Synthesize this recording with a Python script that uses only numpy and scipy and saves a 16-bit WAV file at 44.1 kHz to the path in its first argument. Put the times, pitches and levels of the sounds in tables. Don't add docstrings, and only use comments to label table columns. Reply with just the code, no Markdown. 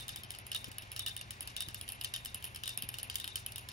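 import sys
import numpy as np
from scipy import signal
from scipy.fft import rfft, irfft, next_fast_len
from scipy.io import wavfile
from scipy.ndimage import uniform_filter1d, minimum_filter1d, map_coordinates

SR = 44100
rng = np.random.default_rng(int(sys.argv[2]) if len(sys.argv) > 2 else 0)


def inscribe(sig):
    pcm = np.round(np.clip(np.atleast_2d(sig).T, -1, 1) * 32767)
    wavfile.write(sys.argv[1], SR, pcm.astype(np.int16))


def field_ratio(decibels):
    return 10 ** (np.asarray(decibels, dtype=float) / 20)


N = 164052

# pitch_hz, level_db
CRACK_COLOUR = [(1500, -23), (3000, -10), (7500, -8), (8500, 5), (10800, -3), (13300, -2.5), (14600, -7.5),
                (16200, -14.5)]


def unit(x):
    return x / np.sqrt(np.mean(x ** 2) + 1e-20)


def along(points, hz):
    f, v = np.transpose(points)
    return np.interp(np.log(hz + 1), np.log(f + 1), v)


def wobble(rate):
    knots = rng.standard_normal(int(N * rate / SR) + 4)
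    return map_coordinates(knots, [np.arange(N) * rate / SR])


def filtered(x, response):
    m = next_fast_len(x.shape[-1] + 4096)
    spectrum = rfft(x, m) * response(np.fft.rfftfreq(m, 1 / SR))
    return irfft(spectrum, m)[..., :x.shape[-1]]


def hiss(colour, shape):
    noise = rng.standard_normal(shape)
    return unit(filtered(noise, lambda hz: field_ratio(along(colour, hz))))


def lay(times, sounds):
    out, length = np.zeros((2, N + 2 * SR)), sounds.shape[-1]
    for s, sound in zip(times, sounds):
        start = SR + round(s * SR)
        out[:, start:start + length] += sound
    return out[:, SR:SR + N]


def blows():
    # start_s, crack_db, knock_db, shaft_ring_db
    blow_before = (-.004, -26, -32, -41)
    # start_s, crack_db, knock_db, shaft_ring_db
    early_blows = [(0.0811, -29.5, -35, -39.5), (0.0913, -29, -28, -45), (0.1601, -29.5, -35, -41),
                   (0.2346, -36.5, -34.5, -75), (0.3056, -30, -35.5, -51), (0.387, -36, -39, -58.5),
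                   (0.4666, -35, -40.5, -67), (0.5168, -29.5, -27, -39.5), (0.5475, -27.5, -26, -36),
                   (0.6433, -31.5, -30, -52), (0.7157, -35.5, -39, -57), (0.7834, -29.5, -31.5, -51),
                   (0.9173, -31, -34, -62), (0.9631, -30, -28.5, -49), (0.9936, -24.5, -27, -34),
                   (1.0631, -25.5, -27, -34.5), (1.0828, -30.5, -29, -52), (1.1653, -28.5, -34.5, -41),
                   (1.3073, -28, -30.5, -49.5), (1.4074, -29, -34.5, -56), (1.4266, -35.5, -38, -58),
                   (1.4746, -29.5, -31.5, -50), (1.5652, -28, -28, -36.5), (1.6059, -26, -27, -34.5),
                   (1.6221, -31, -33, -51.5), (1.6856, -33, -30.5, -52), (1.7451, -27.5, -32.5, -46),
                   (1.8122, -29, -33, -66), (1.8789, -37.5, -35.5, -53), (1.8892, -29.5, -31.5, -59)]
    late_blows = [(1.9209, -30, -36.5, -73), (2.012, -30.5, -27, -52.5), (2.0456, -24.5, -24.5, -42.5),
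                  (2.1387, -27.5, -25.5, -35.5), (2.1618, -33, -27, -63), (2.249, -29.5, -43, -41),
                  (2.2578, -28.5, -28.5, -49), (2.3453, -27, -32.5, -55), (2.4251, -38, -39, -54),
                  (2.4423, -29.5, -34.5, -51), (2.4514, -30.5, -40, -63), (2.5471, -34.5, -33, -61),
                  (2.6359, -32.5, -27.5, -35.5), (2.6571, -34, -35, -47), (2.6774, -25, -26, -37.5),
                  (2.7753, -25.5, -30, -47.5), (2.8227, -27, -31, -49), (2.8894, -27.5, -31, -56),
                  (2.941, -32.5, -32, -48), (2.9854, -29, -31, -50.5), (3.0304, -28, -35.5, -65),
                  (3.099, -30, -27, -51), (3.1558, -21, -28, -39), (3.1997, -30.5, -31, -34),
                  (3.2431, -31.5, -26.5, -60), (3.2767, -31, -31, -39), (3.3569, -23.5, -25.5, -44),
                  (3.4633, -28.5, -33, -54.5), (3.559, -31.5, -32, -47), (3.5813, -31, -38, -65)]
    # start_s, crack_db, knock_db
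    rebounds = [(0.187, -48, -50), (0.3391, -46, -39), (0.822, -42, -37.5), (1.1927, -41, -42),
                (1.9, -39, -53), (0.349, -42, -36.5), (0.531, -43, -33.5), (0.562, -30, -32),
                (1.212, -32.5, -33), (2.0377, -33, -43), (2.56, -32.5, -32), (2.6927, -29, -30),
                (3.1438, -36, -36), (3.5205, -34.5, -37.5), (3.6877, -31.5, -30.5)]
    light = [(s, crack, knock, crack - 20) for s, crack, knock in rebounds]
    events = [blow_before] + list(early_blows) + list(late_blows) + light
    s, crack_db, knock_db, ring_db = np.transpose(events)
    return s, field_ratio(crack_db - 3), field_ratio(knock_db - 4.5), field_ratio(ring_db - 6.5)


def cracks(s, push, colour):
    strength = field_ratio(along(colour, np.fft.rfftfreq(4096, 1 / SR)))
    coloured = filtered(lay(s, push), lambda hz: field_ratio(along(colour, hz)))
    return coloured / np.sqrt(np.mean(strength ** 2))


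def wood_knocks(gains, t, slow):
    # pitch_hz, level_db, fade_by_60_db_s
    wood_tones = [(1260, -19, 0.047), (1602, -18.5, 0.056), (1824, -16, 0.044), (2914, -15, 0.0047),
                  (2997, -3, 0.03), (3090, -5, 0.024), (3384, -9.5, 0.016), (3860, -7, 0.013),
                  (4424, -14, 0.033), (4990, -10.5, 0.041), (5400, -9, 0.023), (6880, -11.5, 0.0065)]
    scatter_db, detune = 2.5, 0.03
    hz, db, t60 = np.transpose(wood_tones)[:, None, :, None]
    z = rng.standard_normal((len(gains), len(wood_tones), 4))
    fade = field_ratio(db + scatter_db * z[..., :1] - 60 * t / (t60 * slow))
    rise = 1 - np.exp(-t / (0.0001 * slow ** 2))
    size = gains[:, None, None] * fade * rise
    turn = 2 * np.pi * hz * (1 + detune * z[..., 1:2]) * t
    return np.stack([(size * np.sin(turn + 4 * z[..., k:k + 1])).sum(1) for k in (2, 3)], 1)


def ticks(s, crack, knock, far, slow):
    # pitch_hz, level_db
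    far_crack_colour = [(1500, -14.5), (3000, -17), (7600, -16.5), (8600, -2.5), (10800, 3.5), (13200, -5),
                        (14600, -12), (16200, -16)]
    crack_t60, rise_s = 0.015, 0.00011
    spike_db, spike_scatter_db = 9, 1.7
    t = np.arange(SR // 20) / SR
    envelope = field_ratio(-60 * t / (crack_t60 * slow)) * (1 - np.exp(-t / (rise_s * slow ** 2)))
    push = envelope * rng.standard_normal((len(s), 2, len(t)))
    scatter = spike_scatter_db * rng.standard_normal((len(s), 2, 3))
    push[..., 8:11] += field_ratio(spike_db - 20 * (slow - 1) + scatter) * [-.5, 1, -.5]
    push = crack[:, None, None] * push
    near_cracks = cracks(s[~far], push[~far], CRACK_COLOUR)
    far_cracks = field_ratio(1) * cracks(s[far], push[far], far_crack_colour)
    return near_cracks + far_cracks + lay(s, wood_knocks(knock, t, slow))


def tail(s, gains, colour, t60):
    rise_s = 0.00044
    t = np.arange(SR // 2) / SR
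    fade = field_ratio(-120 * t / t60) * (1 - np.exp(-t / rise_s)) ** 2
    power = lay(s, gains[:, None, None] ** 2 * fade)
    return np.sqrt(power) * field_ratio(3.2 * wobble(90)) * hiss(colour, (2, N))


def whirligig():
    # delay_s, level_db, smear_times
    walls = [
        (.0108, -13, 1.5),
        (.027, -20, 2.2),
    ]
    # pitch_hz, level_db
    knock_tail_colour = [(1200, -19.5), (1850, -6.5), (2200, -31), (2800, 3.5), (3300, -13.5), (3700, -4.5),
                         (5600, -4.5), (9500, -28)]
    # pitch_hz, level_db
    far_tail_colour = [(1300, -11), (2000, -15.5), (2750, 6.5), (3600, -9), (7800, -17), (10800, -3.5),
                       (13000, -13), (16000, -34)]
    # pitch_hz, level_db
    shaft_colour = [(2600, -70), (3200, -32.5), (3560, -2), (3656, 3.5), (3720, -8.5), (3800, -1.5),
                    (4100, -22.5), (4800, -75)]
    crack_t60, knock_t60, shaft_t60 = 0.33, 0.25, 0.27
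    s, crack, knock, ring = blows()
    far = ring < crack * field_ratio(-25)
    direct = ticks(s, crack, knock, far, 1)
    echoes = 0
    for delay, db, smear in walls:
        z = rng.standard_normal((len(s), 2))
        gain = field_ratio(db + 3 * z[:, 0])
        times = s + delay + 0.0004 * z[:, 1]
        echoes = echoes + ticks(times, crack * gain, knock * gain, far, smear)
    crack_tail = field_ratio(-24.5) * tail(s, crack * ~far, CRACK_COLOUR, crack_t60)
    knock_tail = field_ratio(-16.5) * tail(s, knock * ~far, knock_tail_colour, knock_t60)
    far_tail = field_ratio(-18.5) * tail(s, crack * far, far_tail_colour, crack_t60)
    shaft = tail(s, ring, shaft_colour, shaft_t60)
    return direct + echoes + crack_tail + knock_tail + far_tail + shaft


def fan_hum():
    # pitch_hz, level_db
    hum_tones = [(96.4, -60.5), (120, -61.5), (386, -74.5), (538, -88), (1007, -71)]
    t = np.arange(N) / SR
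    hum = np.zeros(N)
    for hz, db in hum_tones:
        level = field_ratio(db + 3.0 + 2.5 * wobble(6.195))
        hum += level * np.sin(2 * np.pi * hz * t + 0.18 * wobble(5.04))
    return hum


def fan_air():
    # pitch_hz, level_db
    rumble_colour = [(22, -23), (55, -2.5), (106, -5.5), (135, -11), (220, -14), (320, -20.5), (500, -42)]
    # pitch_hz, level_db
    air_colour = [(150, -15.5), (700, 2.5), (1400, -1.5), (2300, 2), (4500, -7.5), (9000, -18.5),
                  (13000, -74)]
    rumble = field_ratio(-58 - wobble(3.9)) * hiss(rumble_colour, (2, N))
    air = field_ratio(-56 + 0.75 * wobble(4.06)) * hiss(air_colour, (2, N))
    return rumble + air


def draughts():
    # middle_s, level_db
    gusts = [(.13, -50), (.19, -50), (.245, -50), (.685, -43), (.83, -52), (1.42, -52), (1.685, -46),
             (2.84, -45)]
    # pitch_hz, level_db
    gust_colour = [(35, -14), (70, 0.5), (200, -3), (400, -12), (650, -30)]
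    width_s = 0.0075
    t = np.arange(N) / SR
    swell = sum(field_ratio(db) * np.exp(-((t - s) / width_s) ** 2) for s, db in gusts)
    return swell * hiss(gust_colour, (2, N))


def scene():
    # pitch_hz, likeness_0_to_1
    likeness = [(100, 0.88), (300, 0.55), (900, .7), (3000, 0.65), (3600, .3), (5200, .6), (7500, 0.35),
                (8300, 0.94)]
    hum_in_first = fan_hum() * [[1], [0]]
    pair = whirligig() + fan_air() + draughts() + hum_in_first

    def shares(hz):
        like = np.clip(along(likeness, hz), 0, 1)
        return np.array([like, np.sqrt(1 - like ** 2)])

    right = filtered(pair, shares).sum(0)
    return np.array([pair[0], right])


def ports(dry):
    # pitch_hz, phase_radians
    left_leads = [(300, .1), (1000, 2.2), (1900, 3.9), (2900, 7.4), (5200, 6.8), (7500, 5), (8100, 2.9),
                  (9300, 2), (10700, .2), (15900, -6.2)]
    # pitch_hz, level_db
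    left_over_right = [(200, 0.4), (700, 3), (1700, -1.5), (3600, 2.5), (5500, 4), (8000, 0.1)]
    # pitch_hz, level_db
    top_peak = [(15000, 0), (15700, 4), (15900, -2), (16500, -5)]
    side = np.array([[.5], [-.5]])

    def response(hz):
        shift = np.exp(1j * side * np.interp(hz, *np.transpose(left_leads)))
        level = field_ratio((side - 0.5) * along(left_over_right, hz))
        return shift * level * field_ratio(along(top_peak, hz)) * (hz < 16550)

    return filtered(dry, response)


def thinned_treble(x):
    # pitch_hz, level_db_per_bin
    mute_below = [(5500, -117), (7500, -93), (10500, -103), (13300, -90), (14500, -97), (15600, -97),
                  (16300, -80)]
    # pitch_hz, level_db
    masked_below = [(4000, -60), (5500, -35), (7000, -30), (8600, -24), (10500, -33), (13300, -21),
                    (15000, -23), (16300, -18)]
    scatter_db = 3
    hz, t, z = signal.stft(np.array([x[0] + x[1], x[0] - x[1]]) / 2, SR, nperseg=256)
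    band_hz = hz[2::4]
    bands = np.mean(abs(z[:, :128].reshape(2, 32, 4, -1)) ** 2, axis=2)
    power = bands[:, 8:22].mean((0, 1))
    loud = -minimum_filter1d(-power, size=16, origin=4)
    limit = field_ratio(along(mute_below, band_hz))[:, None]
    limit = limit + np.sqrt(loud) * field_ratio(along(masked_below, band_hz))[:, None]
    waver = wobble(30)[::128][np.minimum(np.arange(len(t)), N // 128)]
    patches = rng.standard_normal((16, len(t) // 8 + 1))
    patches = np.repeat(patches, 2, 0).repeat(8, 1)[:, :len(t)]
    limit = limit * field_ratio(scatter_db * waver) * field_ratio(scatter_db * patches)
    is_open = uniform_filter1d(bands, size=3, axis=2) > limit ** 2
    z[:, :128] *= np.repeat(is_open, 4, axis=1)
    mid, side = signal.istft(z, SR, nperseg=256)[1][:, :N]
    return np.array([mid + side, mid - side])


def low_pass(x):
    return signal.sosfilt(signal.butter(12, 17160, fs=SR, output="sos"), x)


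def record(dry):
    mix = thinned_treble(ports(dry))
    return low_pass(mix)


dry = scene()
out = record(dry)
inscribe(out)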